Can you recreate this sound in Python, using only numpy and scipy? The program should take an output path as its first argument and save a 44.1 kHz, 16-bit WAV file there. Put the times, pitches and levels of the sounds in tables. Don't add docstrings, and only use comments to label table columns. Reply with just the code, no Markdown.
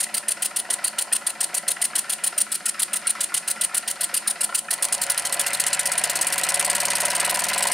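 import sys
import numpy as np
from scipy import signal
from scipy.fft import rfft, irfft, next_fast_len
from scipy.io import wavfile
from scipy.ndimage import uniform_filter1d

SR = 44100
rng = np.random.default_rng(int(sys.argv[2]) if len(sys.argv) > 2 else 0)


def ratio_of_db(decibels):
    return 10 ** (np.asarray(decibels, float) / 20)


def unload_audio(sound):
    columns = np.transpose(np.atleast_2d(sound))
    steps = np.round(np.clip(columns, -1, 1) * 32767)
    wavfile.write(sys.argv[1], SR, steps.astype(np.int16))


N = 340893

SLOW_PER_S, FAST_PER_S = 7.2, 20.5
STUMBLE_PER_S = 6.6
SIDES = np.array([[1], [-1]])

# (time [s], rate [turns/s])
SPEED = [(0, 7.17), (.862, 7.133), (.871, 6.976), (1.777, 7.39), (2.117, 6.912), (2.233, 7.13),
         (3.425, 7.393), (3.912, 7.603), (4.512, 7.423), (4.548, 5.582), (4.617, 5.824), (4.804, 9.204),
         (5.142, 12.919), (5.458, 14.669), (5.624, 15.095), (6.168, 17.427), (6.693, 19.35), (7.73, 21.938)]
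PARTS = {"blast": (-18, -0.34, -1.75, 11, 0.73, 1.3), "push": (-21, 2, -6.5, 2.2, 1.65, -1.5),
         "tick": (-51.5, 8.5, 16, 0.75, 3, -5), "rub": (-40, 3, 6.5, 0.6, 1.4, -8),
         "knock": (-39.5, -3, 11.5, .5, 1.27, -9)}
# (crank angle [turn], slow level [dB], fast level [dB])
BLAST_FLOW = [(-.012, -55, -12), (.012, -7, 2.5), (.04, 0, 3), (.075, -0.5, 2.5), (.11, -6, 2),
              (.14, -16.5, 4.5), (.18, -29.5, -8), (.3, -37.5, -33), (.37, -48, -30), (.5, -70, -60)]
# (crank angle [turn], slow level [dB], fast level [dB])
PUSH_FLOW = [(.15, -40, -28), (.2, -6, 4.5), (.25, -5, -4), (.295, 1.5, 6.5), (.32, -6.5, -4.5),
             (.36, -25, 8.5), (.4, -58, -9), (.45, -70, -50)]
# (frequency [Hz], slow density [dB/Hz], fast density [dB/Hz])
JET_SPECTRUM = [(700, -26, -40), (1190, -25, -19), (1910, -13, -9), (2350, -19, -24), (2780, -9.5, -10.5),
                (3940, -14, -14), (3900, -7.5, -9.5), (5680, -14, -12.5), (7740, -8, -8.5), (8580, -0.5, 1),
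                (9360, 4, -8), (10950, -10, -3), (11170, -11, -11.5), (15500, -20.5, -23.5)]
# (time [s], left minus right [dB])
JET_PAN = [(0.0, 1.0), (0.95, 0.5), (1.418, 1.5), (2.86, 0.5), (3.77, 0.5), (5.209, 0.0), (6.05, 1),
           (7.73, 1.0)]
# (crank angle [turn], slow level [dB], fast level [dB])
RUB_PRESSURE = [(0, -1.5, -9), (.1, 1, -0.5), (.3, -4.5, 1), (.45, -9, 2.5), (.62, -10, 2),
                (.635, 6.5, -14), (.72, 0, 7), (.8, -2, -6.5), (.9, -2, 3), (1, 4, 3)]
# (frequency [Hz], width [Hz], slow level [dB], fast level [dB])
BORE_MODES = [(1350, 96, 0.5, -4), (1493, 108, -3, -4), (1680, 98, -5, -4), (1822, 97, -3, -2.5),
              (2008, 220, -5.5, -3), (2450, 190, -6.5, -4), (2790, 380, -12, -8), (4190, 670, -17, -18),
              (5080, 560, -15, -16.5)]
# (time [s], peak level [dB], pitch [Hz])
HARD_SLAPS = [(.0662, -20, 1960), (.406, -29, 1420), (.6509, -21.5, 1880), (.7846, -21.5, 1950),
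              (.8175, -36, 1350), (.847, -26, 1920), (.9807, -20.5, 1820), (1.1184, -15, 1910),
              (1.2567, -34, 1340), (1.667, -21, 1970), (1.7674, -15, 1930), (1.8233, -19, 2020),
              (1.933, -16, 1700), (2.0383, -27, 1840), (2.0934, -27, 1350), (2.5072, -32, 1640),
              (2.7526, -25, 1340), (3.152, -17, 1340), (3.1847, -22, 1340), (3.3204, -16.5, 1410),
              (3.342, -24, 1360), (3.5505, -29, 1350), (3.7127, -21, 1340), (3.7362, -21, 1340),
              (4.0114, -26, 1680), (4.2617, -17, 1650), (4.4902, -20, 1360), (4.5251, -16.5, 1390),
              (4.684, -14, 1790)]
# (crank angle [turn], slow level [dB], fast level [dB], brightness [0-1])
CONTACTS = [(.0, -7, -32, 0.5), (.15, 1, -6, 0.95), (.24, -5.5, -5.5, 0), (.36, -7.5, -3.5, 1),
            (.45, -9, -9.5, 0.7), (.52, -12, 6.5, 0.2), (.645, 0, -27, 0.28), (.69, -5, 0.5, 0.89),
            (.75, -32, -23, 0.27), (.79, -11, -2, 0.1), (.93, -1, -2.5, 0)]
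# (frequency [Hz], level [dB], t60 [s])
FRAME_MODES = [(326, -20, 0.05), (546.3, -7, 0.047), (583, -5, 0.058), (717, -0.5, 0.047),
               (750.6, -2, 0.042), (862, -6, 0.027), (939, -6, 0.045), (1030.6, -5, 0.033),
               (1340, -16.5, 0.025), (1978, -11.5, 0.054), (2990, -22.5, 0.075), (4390, -11.5, 0.012)]
# (time [s], knock gain [dB])
FRAME_PLAY = [(0, 1), (1.9, 2), (2.3, -0.5), (4.1, -1), (4.35, 5.5), (5.2, -0.5), (6.3, -1), (6.8, -1),
              (7.73, -1)]
# (frequency [Hz], level [dB], t60 [s])
BEARING_MODES = [(730, -13, 0.052), (987, 5, 0.034), (870, -15, 0.015)]
# (frequency [Hz], density [dB/Hz])
TICK_SPECTRUM = [(1000, -10), (2500, 3.5), (4500, -3), (6500, 1.5), (9300, 3.5), (12000, -6), (15800, -37)]
# (frequency [Hz], level [dB])
BOARD_RESPONSE = [(20, -40), (45, -31), (65, -21), (88, -12), (104, -9), (135, -13), (166, -1), (190, -8),
                  (214, -2), (250, -11), (330, -12), (450, -17)]
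STRONG_MULTIPLES = (5, 8, 10)
# (time [s], level [dB])
WHISTLE_LEVEL = [(0, -67.5), (1.5, -58), (2.4, -51), (4.101, -55), (4.6, -51), (5.6, -52), (6.2, -50),
                 (7.73, -48)]
# (frequency [Hz], density [dB/Hz])
HUM_SPECTRUM = [(25, -32), (60, -22), (103, -16), (125, -25), (166, 1), (188, -4.5), (214, 7.5),
                (250, -9.5), (340, -2), (400, -4.5), (500, -20), (700, -35)]
# (frequency [Hz], left minus right [dB])
LEFT_DB = [(60, -1.5), (110, -1.0), (200, -1.0), (380, -1.0), (700, -0.5), (1290, 1.0), (2380, 0.0),
           (4400, 0.0), (8120, 1.0), (15000, -1.0)]
# (frequency [Hz], left lead [rad])
LEFT_LEADS = [(0, 0), (950, 0.1), (2760, -0.0), (7750, 0.1), (10100, -0.2), (11900, 0.4), (12400, 0.2),
              (16400, 0.0)]


def highpass(x, order, hz):
    return signal.sosfilt(signal.butter(order, hz, "high", fs=SR, output="sos"), x)


def lowpass(x, order, hz):
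    return signal.sosfilt(signal.butter(order, hz, fs=SR, output="sos"), x)


def at_hz(points, hz):
    points = np.array(points)
    return np.interp(np.log(hz + 1e-3), np.log(points[:, 0]), points[:, 1])


def at_time(points):
    return np.interp(np.arange(N) / SR, *np.transpose(points))


def rms_one(x):
    return x / np.sqrt(np.mean(x ** 2) + 1e-20)


def coloured(spectrum):
    size = next_fast_len(N)
    hz = np.fft.rfftfreq(size, 1 / SR)
    white = rfft(rng.standard_normal(size))
    return rms_one(irfft(white * ratio_of_db(at_hz(spectrum, hz)), size)[:N])


def drift(rate):
    r = np.exp(-32 * np.pi * rate / SR)
    chance = rng.standard_normal(N // 16 + 3002)
    slow = signal.lfilter([1], [1, -2 * r, r * r], chance)[3000:]
    return np.interp(np.arange(N) / 16, np.arange(len(slow)), rms_one(slow))


def ring(clicks, hz, t60):
    r, w = ratio_of_db(-60 / (t60 * SR)), 2 * np.pi * hz / SR
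    return signal.lfilter([0, np.sin(w)], [1, -2 * r * np.cos(w), r * r], clicks + 1e-18)


def resonate(x, hz, width_hz):
    r = np.exp(-np.pi * width_hz / SR)
    return (1 - r * r) * signal.lfilter([1, 0, -1], [1, -2 * r * np.cos(2 * np.pi * hz / SR), r * r], x)


def climb(per_s):
    return np.log(per_s / SLOW_PER_S) / np.log(FAST_PER_S / SLOW_PER_S)


def turns_done(t):
    first_exhaust_s, step_s = .0011, .0005
    grid = np.arange(-.2, 8, step_s)
    done = np.cumsum(np.interp(grid, *np.transpose(SPEED))) * step_s
    return np.interp(t, grid, done - np.interp(first_exhaust_s, grid, done))


def crank():
    t = np.arange(-.2, 8, .0005)
    turn_count = 86
    edges = np.interp(np.arange(-1, turn_count + 2), turns_done(t), t)
    start, length = edges[:-1], np.diff(edges)
    return start, length, np.clip(climb(1 / length), 0, 1)


def in_time(per_turn_value):
    return np.interp(np.arange(N) / SR, crank()[0], per_turn_value)


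def per_turn(part):
    start, length, pace = crank()
    cold_db, warm_db, fast_db, bend, scatter_db, stumble_db = PARTS[part]
    warm_up_s = 2.33
    warmth = 1 - np.exp(-np.maximum(start, 0) / warm_up_s)
    steady_db = cold_db + warm_db * warmth + fast_db * pace ** bend
    stumble = length > 1 / STUMBLE_PER_S
    return steady_db + stumble_db * stumble + scatter_db * rng.standard_normal(len(start))


def over_turn(shape, level_db):
    start, length, pace = crank()
    angle = np.interp(np.arange(N) / SR, start, np.arange(len(start))) - shape[0][0]
    turn = np.minimum(angle.astype(int), len(start) - 1)
    part, slow_db, fast_db = np.transpose(shape)
    slow = np.interp(angle % 1 + part[0], part, slow_db)
    fast = np.interp(angle % 1 + part[0], part, fast_db)
    return ratio_of_db(slow + pace[turn] * (fast - slow) + level_db[turn])


def add(clicks, part, gains):
    start, length, pace = crank()
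    at = np.round((start + part * length) * SR).astype(int)
    inside = (at >= 0) & (at < N)
    clicks[at[inside]] += gains[inside]
    return clicks


def exhaust():
    since = crank()[0] - 4.65
    surge_db = 1.5 * (since > 0) * np.exp(-since / 1)
    blast = over_turn(BLAST_FLOW, per_turn("blast") + surge_db)
    flow = np.hypot(blast, over_turn(PUSH_FLOW, per_turn("push")))
    hiss = jet_noise(patchy_db=2.5)
    smooth = coloured(np.array(JET_SPECTRUM)[:, :2])
    wide = highpass(smooth, 2, 5500)
    sputter = ratio_of_db(1.0 + 0.4 * drift(380))
    direct = flow * sputter * (hiss + .16 * wide * SIDES)

    echo_db, echo_t60_s = -9, 0.24
    fall = ratio_of_db(-120 / (echo_t60_s * SR))
    echo = np.sqrt(signal.lfilter([1 - fall], [1, -fall], flow ** 2 + 1e-18))
    late = np.roll(smooth, 9000) + .95 * np.roll(wide, 23000) * SIDES
    late = lowpass(late, 1, 8000)
    echo_gain = ratio_of_db(echo_db - 2.6 * in_time(crank()[2]))
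    pan_db = at_time(JET_PAN) - .5
    jet = (direct + echo_gain * echo * late) * ratio_of_db(pan_db / 2 * SIDES)
    return highpass(jet, 2, 200)


def jet_noise(patchy_db):
    size = next_fast_len(N)
    hz, pace = np.fft.rfftfreq(size, 1 / SR), in_time(crank()[2])
    white = rfft(rng.standard_normal(size))
    table, out = np.array(JET_SPECTRUM), 0
    slow, fast = table[:, :2], table[:, ::2]
    centres = np.geomspace(1400, 14000, 22)
    for k, centre_hz in enumerate(centres):
        share = np.interp(np.log(hz + 1), np.log(centres), np.arange(22) == k)
        change_db = at_hz(fast, centre_hz) - at_hz(slow, centre_hz)
        band = irfft(white * share * ratio_of_db(at_hz(slow, hz)), size)[:N]
        out = out + band * ratio_of_db(pace * change_db + patchy_db * drift(10.7))
    return rms_one(out)


def thump():
    pace = crank()[2]
    scatter_db = 4.5 * (1 - pace) * rng.standard_normal(len(pace))
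    gains = ratio_of_db(-54 + 1.5 * pace + scatter_db)
    return ring(add(np.zeros(N), .03, gains), hz=55, t60=0.053)


def linkage():
    start, length, pace = crank()
    chance = rng.standard_normal((len(start), len(CONTACTS), len(FRAME_MODES) + 1))
    knock_db = per_turn("knock") + np.interp(start, *np.transpose(FRAME_PLAY))
    looseness = 1 - 0.48 * pace
    rattle_db, rattle_per_s = -11.5, 420
    loose = (rng.random(N) < rattle_per_s / SR) * rng.standard_normal(N)
    loose *= ratio_of_db(rattle_db + in_time(uniform_filter1d(knock_db, size=3) - 1.2 * pace))
    out = 0
    for m, (hz, mode_db, t60) in enumerate(FRAME_MODES):
        clicks = loose * (-1) ** m
        for c, (part, slow_db, fast_db, bright) in enumerate(CONTACTS):
            tilt_db = 12 * (bright - .4) * np.log2(hz / 800)
            contact_db = slow_db + pace * (fast_db - slow_db) + tilt_db
            db = knock_db + contact_db + 4.07 * looseness * chance[:, c, m]
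            when = part + 0.0039 * looseness * chance[:, c, -1]
            add(clicks, when, ratio_of_db(db) * (-1) ** (c + m))
        out = out + ratio_of_db(mode_db + 2.0) * ring(clicks, hz, t60)
    return highpass(out, 2, 280)


def big_end():
    start, length, pace = crank()
    play_db = np.interp(start, *np.transpose(FRAME_PLAY))
    db = per_turn("knock") + play_db + 7.0 - 60 * (1 - pace)
    clicks = add(np.zeros(N), .685, ratio_of_db(db))
    clicks = add(clicks, .735, ratio_of_db(db - 14.0))
    knock = sum(ratio_of_db(mode_db) * ring(clicks, hz, t60) for hz, mode_db, t60 in BEARING_MODES)
    return highpass(knock, 4, 520)


def clacks():
    size = 3000
    out, t = np.zeros(N + size), np.arange(size) / SR
    slaps = HARD_SLAPS + light_slaps()
    rough = rng.standard_normal((len(slaps), size)) * ratio_of_db(-60 * t / .018)
    for (s, db, hz), contact in zip(slaps, rough):
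        slap = ring(contact, hz, .035)
        slap = slap - .8 * ring(contact, .74 * hz, .018)
        slap = slap + .8 * ring(contact, 1.35 * hz, .012)
        at = round(s * SR)
        out[at:at + size] += ratio_of_db(db - 6.5) * slap / abs(slap).max()
    return out[:N]


def light_slaps():
    start, length, pace = crank()
    chance = rng.standard_normal((len(start), 2))
    early = (start > .9) & (start < 1.35)
    warm_hz, cold_hz = 1340, 1950
    hz = np.where((chance[:, 0] > start - 1.0) & ~early, cold_hz, warm_hz)
    when = start + np.where(early, .51, .62) * length
    db = -31 + 2.5 * early + 4.5 * chance[:, 1]
    steady = (start > 0) & (pace < .4) & (length < 1 / STUMBLE_PER_S)
    return [tuple(row) for row in np.c_[when, db, hz][steady]]


def piston():
    slips = (rng.random(N) < 260 / SR) * rng.uniform(-0.91, 1, N) * ratio_of_db(21.5)
    grains = (rng.standard_normal(N) + slips) * over_turn(RUB_PRESSURE, per_turn("rub") - 1.5)
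    out, pace = 0, in_time(crank()[2])
    for k, (hz, width_hz, slow_db, fast_db) in enumerate(BORE_MODES):
        db = slow_db + pace * (fast_db - slow_db) + 1.95 * drift(54)
        out = out + (-1) ** k * ratio_of_db(db) * resonate(grains, hz, width_hz)
    return ratio_of_db(9) * out


def valve():
    lift_at, t60_s = .622, 0.015
    fall = ratio_of_db(-60 / (t60_s * SR))
    lift = add(np.zeros(N), lift_at, ratio_of_db(per_turn("tick") + 7.0))
    return signal.lfilter([1], [1, -fall], lift + 1e-18) * coloured(TICK_SPECTRUM)


def board():
    t = np.arange(0, N + 8, 8) / SR
    per_s = uniform_filter1d(np.interp(t, *np.transpose(SPEED)), size=900, mode="nearest")
    turns = turns_done(t)
    force_db = -78 + 27 * np.sqrt(np.clip(climb(per_s), 0, 2))
    out, wobble = 0, np.resize(drift(1.2)[::8], len(turns))
    for k in range(1, 25):
        db = force_db + 4 * (k in STRONG_MULTIPLES) + at_hz(BOARD_RESPONSE, k * per_s)
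        db = db + 1.2 * np.roll(wobble, 1700 * k)
        out = out + ratio_of_db(db) * np.sin(2 * np.pi * (k * turns + rng.random()))
    return signal.resample_poly(out, 8, 1)[:N]


def whistle():
    tone = resonate(rng.standard_normal(N), hz=9200, width_hz=500)
    return ratio_of_db(at_time(WHISTLE_LEVEL) + 3.3 * drift(4.9)) * rms_one(tone)


def leak():
    hiss = coloured(TICK_SPECTRUM)
    return ratio_of_db(-51 + 1.1 * drift(5)) * (hiss + 0.62 * hiss[::-1] * SIDES)


def floor():
    hum = coloured(HUM_SPECTRUM)
    return ratio_of_db(-53.5 - 7 * in_time(crank()[2])) * (hum + .22 * hum[::-1] * SIDES)


def rumble():
    air = signal.lfilter([1], [1, -.95], rng.standard_normal((2, N)))
    return ratio_of_db(-69) * rms_one(lowpass(air, 1, 70))


def garage(x):
    t60_s, onset_s = 0.46, 0.016
    t = np.arange(int(.6 * SR)) / SR
    shared, own = rng.standard_normal(len(t)), rng.standard_normal((2, len(t)))
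    tail = (shared + 0.37 * own) * ratio_of_db(-60 * t / t60_s) * np.clip(t / onset_s, 0, 1)
    tail = lowpass(tail, 1, 6100)
    return signal.fftconvolve(x[None], tail / np.sqrt(np.sum(tail ** 2) / 2), axes=1)[:, :N]


def ports(x):
    size = next_fast_len(N + 4096)
    hz = np.fft.rfftfreq(size, 1 / SR)
    lead = np.interp(hz, *np.transpose(LEFT_LEADS))
    half = ratio_of_db(at_hz(LEFT_DB, hz) / 2) * np.exp(.5j * lead)
    return irfft(rfft(x, size) * np.array([half, 1 / half]), size)[:, :N]


def scene():
    metal = linkage() + big_end() + clacks() + piston() + valve()
    metal = highpass(metal, 4, 290)
    engine = exhaust() + thump() + metal + ratio_of_db(-11) * garage(metal) + board()
    return ports(engine + whistle() + leak() + floor() + rumble())


def roll_off(x):
    return signal.sosfilt(signal.butter(12, 16810, fs=SR, output="sos"), x)


def record(dry):
    x = .65 * np.tanh(dry / .65)
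    x = highpass(x, 2, 60)
    top_cut = signal.cheby2(12, 40, 15900 * 1.02, fs=SR, output="sos")
    mix = signal.sosfilt(top_cut, x)
    return roll_off(mix)


dry = scene()
out = record(dry)
unload_audio(out)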